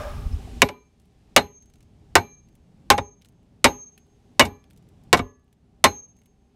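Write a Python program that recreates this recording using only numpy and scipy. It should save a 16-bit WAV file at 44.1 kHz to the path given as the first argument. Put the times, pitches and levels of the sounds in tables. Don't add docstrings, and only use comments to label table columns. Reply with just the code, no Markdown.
import sys
import numpy as np
from scipy import signal
from scipy.fft import rfft, irfft
from scipy.io import wavfile
from scipy.ndimage import uniform_filter1d

SR = 44100
rng = np.random.default_rng(int(sys.argv[2]) if len(sys.argv) > 2 else 0)


def boost(x):
    u = np.asarray(x, float) / 20
    return 10 ** u


def generate_wav(signal):
    frames = np.transpose(np.atleast_2d(signal))
    scaled = np.clip(frames, -1, 1) * 32767
    pcm = np.round(scaled).astype(np.int16)
    wavfile.write(sys.argv[1], SR, pcm)


N = 288855

# (time [s], strength [dB], brightness [dB per octave], decay factor [1])
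BLOWS = [(.6190, 1, 0.42, 0.45), (.6880, -23, -1, 0.5), (1.3632, -0.5, 1.2, 0.82),
         (2.1542, -1.5, 0.5, 0.82), (2.902, -0.5, .5, .9), (2.9791, -11.5, -1.5, .6),
         (3.6430, -2, 0.95, 0.82), (4.3953, -3.5, 0.3, 0.98), (4.452, -35.5, 4, .9), (5.129, 0.5, 0, .8),
         (5.1719, -22, 1.2, 0.96), (5.191, -15.5, -3, 0.65), (5.841, -1, 1.2, 0.83)]
# (time of the blow [s], ring level [dB], time until the hammer turns [s], swell towards the turn [dB])
SWINGS = [(.619, -61, .2, 8), (1.3631, -48, .21, 13), (2.1531, -46, .185, 9), (2.9024, -42, .175, 7),
          (3.643, -39, .185, 9), (4.3953, -59, .16, 4), (5.129, -52, .17, 4), (5.841, -35, .15, 6)]


def evened(x):
    return x / np.sqrt(np.mean(x ** 2) + 1e-20)


def read(points, hz):
    f, value = np.transpose(points)
    return np.interp(np.log(hz + 1), np.log(f + 1), value)


def add(mix, s, sound):
    part = mix[round(s * SR):][:len(sound)]
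    part += sound[:len(part)]


def coloured(x, db_at):
    gain = boost(db_at(np.fft.rfftfreq(len(x), 1 / SR)))
    return irfft(rfft(x) * gain, len(x))


def band(x, hz, width):
    return signal.lfilter(*signal.iirpeak(hz, hz / width, SR), x)


def noise_band(hz, width):
    return evened(band(rng.standard_normal(N), hz, width))


def rumble_and_hiss():
    # (frequency [Hz], level [dB per Hz])
    room_colour = [(18, -36), (30, -5), (55, 2.5), (185, 1.5), (254, -8), (330, -7.5), (367, -17),
                   (408, -10.5), (453, -18), (622, -17.5), (1300, -28), (2870, -26), (8450, -34.5),
                   (14700, -47), (16300, -55.5)]
    # (time [s], level [dB])
    nearness = [(0, -12), (.9, -1.5), (1.7, 3.5), (3.4, 6.5), (4.1, -3.5), (4.8, 3.5), (5.5, 0), (6.1, 4),
                (6.55, -9)]
    hiss_db, hiss_follow, hiss_fade_db_per_s = 1, 0.2, 0.97
    t = np.arange(N) / SR
    room = evened(coloured(rng.standard_normal(N), lambda hz: read(room_colour, hz)))
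    rumble = coloured(room, lambda hz: -20 * np.log10(1 + (hz / 1200) ** 4))
    hiss = room - rumble
    near_db = np.interp(t, *np.transpose(nearness))
    hiss_level_db = hiss_db + hiss_follow * near_db - hiss_fade_db_per_s * t
    return boost(-62) * (boost(near_db) * rumble + boost(hiss_level_db) * hiss)


def wind():
    # (time [s], level [dB], half length to 1/e [s])
    gusts = [(.07, -59, .12), (.192, -49, 0.062), (.272, -42, 0.012), (.34, -44, 0.03), (.5, -62.5, 0.19),
             (2.0, -64, 0.8)]
    draught_db = -69
    # (frequency [Hz], level [dB per Hz])
    wind_colour = [(8, -24.5), (25, 0.0), (70, 2.5), (130, -14), (300, -35.5), (900, -71.0)]
    t = np.arange(N) / SR
    gust = sum(boost(db) * np.exp(-((t - s) / half_s) ** 2) for s, db, half_s in gusts)
    rush = evened(coloured(rng.standard_normal(N), lambda hz: read(wind_colour, hz)))
    return (boost(draught_db) + gust) * rush


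def clatter():
    # (frequency [Hz], width [Hz], level at the start [dB], t60 [s])
    clatter_bands = [(590, 37, -55, 0.57), (830, 100, -68, 1.3), (1190, 130, -61.5, 0.99),
                     (1635, 83, -64.5, 0.56), (2403, 520, -73, 1.1), (3628, 270, -75.5, 0.72),
                     (5350, 300, -78.5, 1.2), (11000, 6000, -80, 2.1)]
    t = np.arange(N) / SR
    return sum(boost(db - 60 * t / t60) * noise_band(hz, width) for hz, width, db, t60 in clatter_bands)


def hums():
    # (frequency [Hz], width [Hz], level [dB])
    hum_bands = [(241, 19, -71), (404, 25, -75.5), (783, 50, -80.5)]
    return sum(boost(db) * noise_band(hz, width) for hz, width, db in hum_bands)


def knocks():
    # (time [s], level [dB], frequency [Hz], length [s])
    soft_knocks = [(0.319, -73, 5180, .025), (0.471, -64.5, 705, .018), (0.557, -66, 340, .022)]
    out = np.zeros(N)
    for s, db, hz, length in soft_knocks:
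        t = np.arange(0, length, 1 / SR)
        add(out, s, boost(db) * np.sin(2 * np.pi * hz * t) * np.hanning(len(t)))
    return out


def flakes():
    # (time [s], level [dB], duller part against the treble [dB])
    clear_flakes = [(0.9984, -59, -8.5), (1.6232, -55, -6), (1.6574, -56, -11), (1.6994, -61, 2),
                    (1.7374, -53, -9), (1.7564, -60.5, 4), (1.8058, -56, 1.5), (1.8274, -56, -10.5),
                    (2.4867, -57.5, -14.5), (2.5526, -56.5, -3.5), (3.2144, -60.5, 4), (3.2201, -51, 4.5),
                    (3.2474, -51.5, 3), (3.2565, -50, -3), (3.2864, -53, -8), (3.9774, -50.5, 2.5),
                    (4.6404, -65, 11), (4.7017, -61, -6), (4.7074, -59, 4.5), (4.7314, -61, -5),
                    (4.7624, -61.5, -6), (4.7745, -54.5, -15), (5.0365, -64.5, -9), (5.5274, -57, -3.5),
                    (6.1664, -62, -7), (6.1884, -62.5, -3), (6.2164, -65, 7), (6.2582, -56.5, -3)]
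    dust_db, dust_spread_db = -69, 3
    fall_s, fall_spread_s = .36, .07
    out, t = np.zeros(N), np.arange(2048) / SR
    late, size, dullness = rng.standard_normal((len(SWINGS) * 3, 3)).T
    landing = np.repeat([row[0] for row in SWINGS], 3) + fall_s + fall_spread_s * late
    dust = zip(landing, dust_db + dust_spread_db * size, -6 + 4 * dullness)
    shape = boost(-60 * t / .022) + boost(-13 - 60 * t / .07)
    for s, db, dull_db in [*clear_flakes, *dust]:
        bright, dull = rng.standard_normal((2, len(t)))
        bright = evened(band(bright, rng.uniform(4900, 10500), 5400))
        dull = evened(band(band(dull, 2500, 2600), 2500, 2600))
        add(out, s, boost(db) * (bright + boost(dull_db) * dull) * shape / 2)
    return out


def swing():
    ring_hz, sag_hz, sag_late_s, sag_s = 6411, 15, 0.033, .09
    fade_db_per_s, away_db_per_s, away_s, swell_s = 70, 135, .15, .04
    echo_gain, beat_hz, beat_slows_s = .7, 21, .3
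    out, t = np.zeros(N), np.arange(0, .7, 1 / SR)
    for s, db, turn_s, swell_db in SWINGS:
        away = np.maximum(t - turn_s, 0)
        hz = ring_hz - sag_hz * np.exp(-((t - turn_s - sag_late_s) / sag_s) ** 2)
        phase = 2 * np.pi * np.cumsum(hz) / SR
        swell = swell_db * np.exp(-(np.minimum(t - turn_s, 0) / swell_s) ** 2)
        level_db = db - fade_db_per_s * t - away_db_per_s * np.minimum(away, away_s) + swell
        echo = echo_gain * np.clip(away / 0.02, 0, 1)
        beat_phase = 2 * np.pi * beat_hz * beat_slows_s * (1 - np.exp(-away / beat_slows_s))
        tone = np.sin(phase) + echo * np.sin(phase + beat_phase)
        add(out, s, np.sqrt(2) * boost(level_db) * tone * np.minimum(t / .02, 1))
    return out


def clock(t, chatter_s, hz):
    fed = 0.88 / (1 + (hz / 5000) ** 2)
    return t - fed * np.minimum(t, chatter_s)


def ring(modes, t, chatter_s=0, spread_db=0, rattle=0):
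    hz, db, t60 = np.transpose(modes)[:, :, None]
    db = db + spread_db * rng.standard_normal(db.shape)
    late = np.maximum(t - .004 * rng.random(db.shape) - 1.5 / hz, 0)
    side = (-1.) ** np.arange(len(hz))[:, None]
    rate, start = rng.random((2, *db.shape))
    waver = 1 + rattle * np.sin(2 * np.pi * ((8 + 25 * rate) * t + start))
    decay = boost(db - 60 * clock(late, chatter_s, hz) / t60)
    return (side * waver * decay * np.sin(2 * np.pi * hz * late)).sum(0)


def steel_rings():
    # (frequency [Hz], level within its piece [dB], t60 [s], piece: 0 bracket, 1 punch, 2 hammer cheek)
    steel = [(1022, 9, .33, 0), (1152, 2, .5, 0), (1707, 0, .5, 0), (1949, -6, .45, 0), (2352, 1, .42, 1),
             (4050, -11, .4, 1), (4074, -16, .4, 1), (4110, -1, .13, 2), (4170, -3, .12, 2),
             (4245, -3, .1, 2)]
    # (bracket [dB], punch [dB], cheek [dB], share of the upper twin [0-1])
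    wakings = [(-72, -42, -40, 0), (-66, -52, -19, .25), (-56, -40, -28, .85), (-58, -46, -28, .85),
               (-62, -56, -30, .95), (-54, -48, -34, .8), (-45, -64, -38, .85), (-60, -56, -19, .98)]
    face_hz, face_db, face_t60 = (11677, 11725), -38, .23
    out, t = np.zeros(N), np.arange(2 ** 15) / SR
    full = [s for s, strength_db, _, _ in BLOWS if strength_db > -8]
    for s, (*wakes, upper) in zip(full, wakings):
        twins = np.zeros(len(t))
        for hz, share in zip(face_hz, (1 - upper, upper)):
            twins += np.sqrt(share) * ring([(hz, face_db, face_t60)], t)
        woken = [(hz, db + wakes[piece], t60) for hz, db, t60, piece in steel]
        add(out, s, boost(2) * (twins + ring(woken, t, rattle=0.24)))
    return out


def crash(t, tilt_db, stretch, chatter_s):
    # (frequency [Hz], level [dB per Hz])
    crash_colour = [(40, -6.5), (200, -10), (600, -4), (1300, -10), (2240, -7.5), (3500, -11.5),
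                    (7000, -16), (11800, -25), (15100, -36.5), (16300, -51.5)]
    # (frequency [Hz], t60 [s])
    quick_t60 = [(60, .3), (250, .22), (600, 0.11), (1500, 0.094), (3000, 0.049), (6000, 0.064),
                 (12000, 0.06)]
    # (frequency [Hz], t60 [s])
    slow_t60 = [(60, .6), (250, .5), (800, 0.22), (2500, 0.28), (6000, 0.16), (12000, .18)]
    crack_db, crack_t60, tail_db = 3, 0.0027, -26
    noise = evened(coloured(rng.standard_normal(len(t)), lambda hz: read(crash_colour, hz)))
    out = np.zeros(len(t))
    for hz in np.geomspace(45, 16000, 18):
        piece = coloured(noise, lambda f: -96 * np.log2((f + 1) / hz) ** 2)
        decay = boost(-60 * clock(t, chatter_s, hz) / (stretch * read(quick_t60, hz)))
        decay += boost(tail_db - 60 * t / read(slow_t60, hz))
        if hz > 1500:
            decay += boost(crack_db - 60 * t / crack_t60)
        rise = 1 - np.exp(-t * hz / 0.5)
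        out += boost(tilt_db * np.log2(hz / 1000)) * piece * decay * rise
    return out


def thuds():
    # (frequency [Hz], level [dB], t60 [s])
    part_modes = [(90, -14.5, 0.26), (131.5, -16, 0.16), (207.6, -18, 0.29), (252.6, -4, 0.11),
                  (402.5, -5.5, 0.029), (507.9, -7.5, 0.044), (565.5, -7.5, 0.11), (705, -15, 0.16),
                  (821, -7.5, 0.22), (909, -6, 0.12), (1058, 0, 0.056), (1191, -5, .075),
                  (1334, -11, 0.052), (1428, -11.5, 0.034), (1532, -9.5, .07), (1696, -11, 0.011),
                  (1910, -20, 0.023), (1947, -8.5, 0.071), (2236, -4, 0.088), (2427, -13.5, 0.087),
                  (2730, -16, 0.12), (2900, -6, 0.069), (3060, -10, 0.033), (3600, -10.5, 0.081),
                  (3800, -12, 0.081)]
    # (frequency [Hz], level [dB], t60 [s])
    frame_modes = [(253, -7.5, 0.37), (356, -15.5, 0.26), (412.4, -2.5, 0.29), (474, -17, 0.32),
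                   (575, -15, 0.32), (736, -13, 0.18), (855, -9.5, .17), (862, -15.5, .24),
                   (996, -11.5, 0.28), (1068, -14.5, .25), (1230, -22.5, 0.38), (1464, -20, 0.15),
                   (1560, -21.5, 0.15)]
    part_db, crash_db = -10, -6
    frame_db, frame_follow = -24, 0.45
    out, t = np.zeros(N), np.arange(2 ** 15) / SR
    for s, db, tilt_db, stretch in BLOWS:
        chatter_s = 0.019 * stretch * boost(.35 * db)
        modes = [(hz, level + tilt_db * np.log2(hz / 1000), t60 * stretch) for hz, level, t60 in part_modes]
        part = boost(part_db) * ring(modes, t, chatter_s, spread_db=4.0, rattle=.5)
        burst = boost(crash_db) * crash(t, tilt_db, stretch, chatter_s)
        frame = boost(frame_db + frame_follow * db) * ring(frame_modes, t, spread_db=3.0, rattle=.7)
        add(out, s, boost(db) * (part + burst) + frame)
    return out


def scene():
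    hammer = thuds() + steel_rings() + swing()
    debris = flakes() + knocks()
    air = rumble_and_hiss() + wind() + clatter() + hums()
    return (hammer + debris + air)[None]


def duck(x, over_db, back_db_per_s, fall_s):
    level_db = 10 * np.log10(abs(uniform_filter1d(x ** 2, 90, origin=44)) + 1e-12)
    creep = np.arange(N) * back_db_per_s / SR
    held_db = np.maximum.accumulate(level_db + creep, -1) - creep
    excess = np.maximum(held_db - over_db, 0)
    r = np.exp(-1 / (fall_s * SR))
    return boost(-signal.lfilter([1 - r], [1, -r], excess))


def low_pass(x):
    return signal.sosfilt(signal.butter(12, 16480, fs=SR, output="sos"), x)


def record(dry):
    loud = dry * boost(21) * duck(dry, over_db=-27, back_db_per_s=11.0, fall_s=0.00047)
    clipped = np.clip(1.3 * np.tanh(loud / 1.3), -.93, .93)
    smooth = signal.lfilter(*signal.butter(10, 15800, fs=SR), clipped)
    steady = signal.lfilter(*signal.butter(1, 14, "high", fs=SR), smooth)
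    return low_pass(steady)


dry = scene()
out = record(dry)
generate_wav(out)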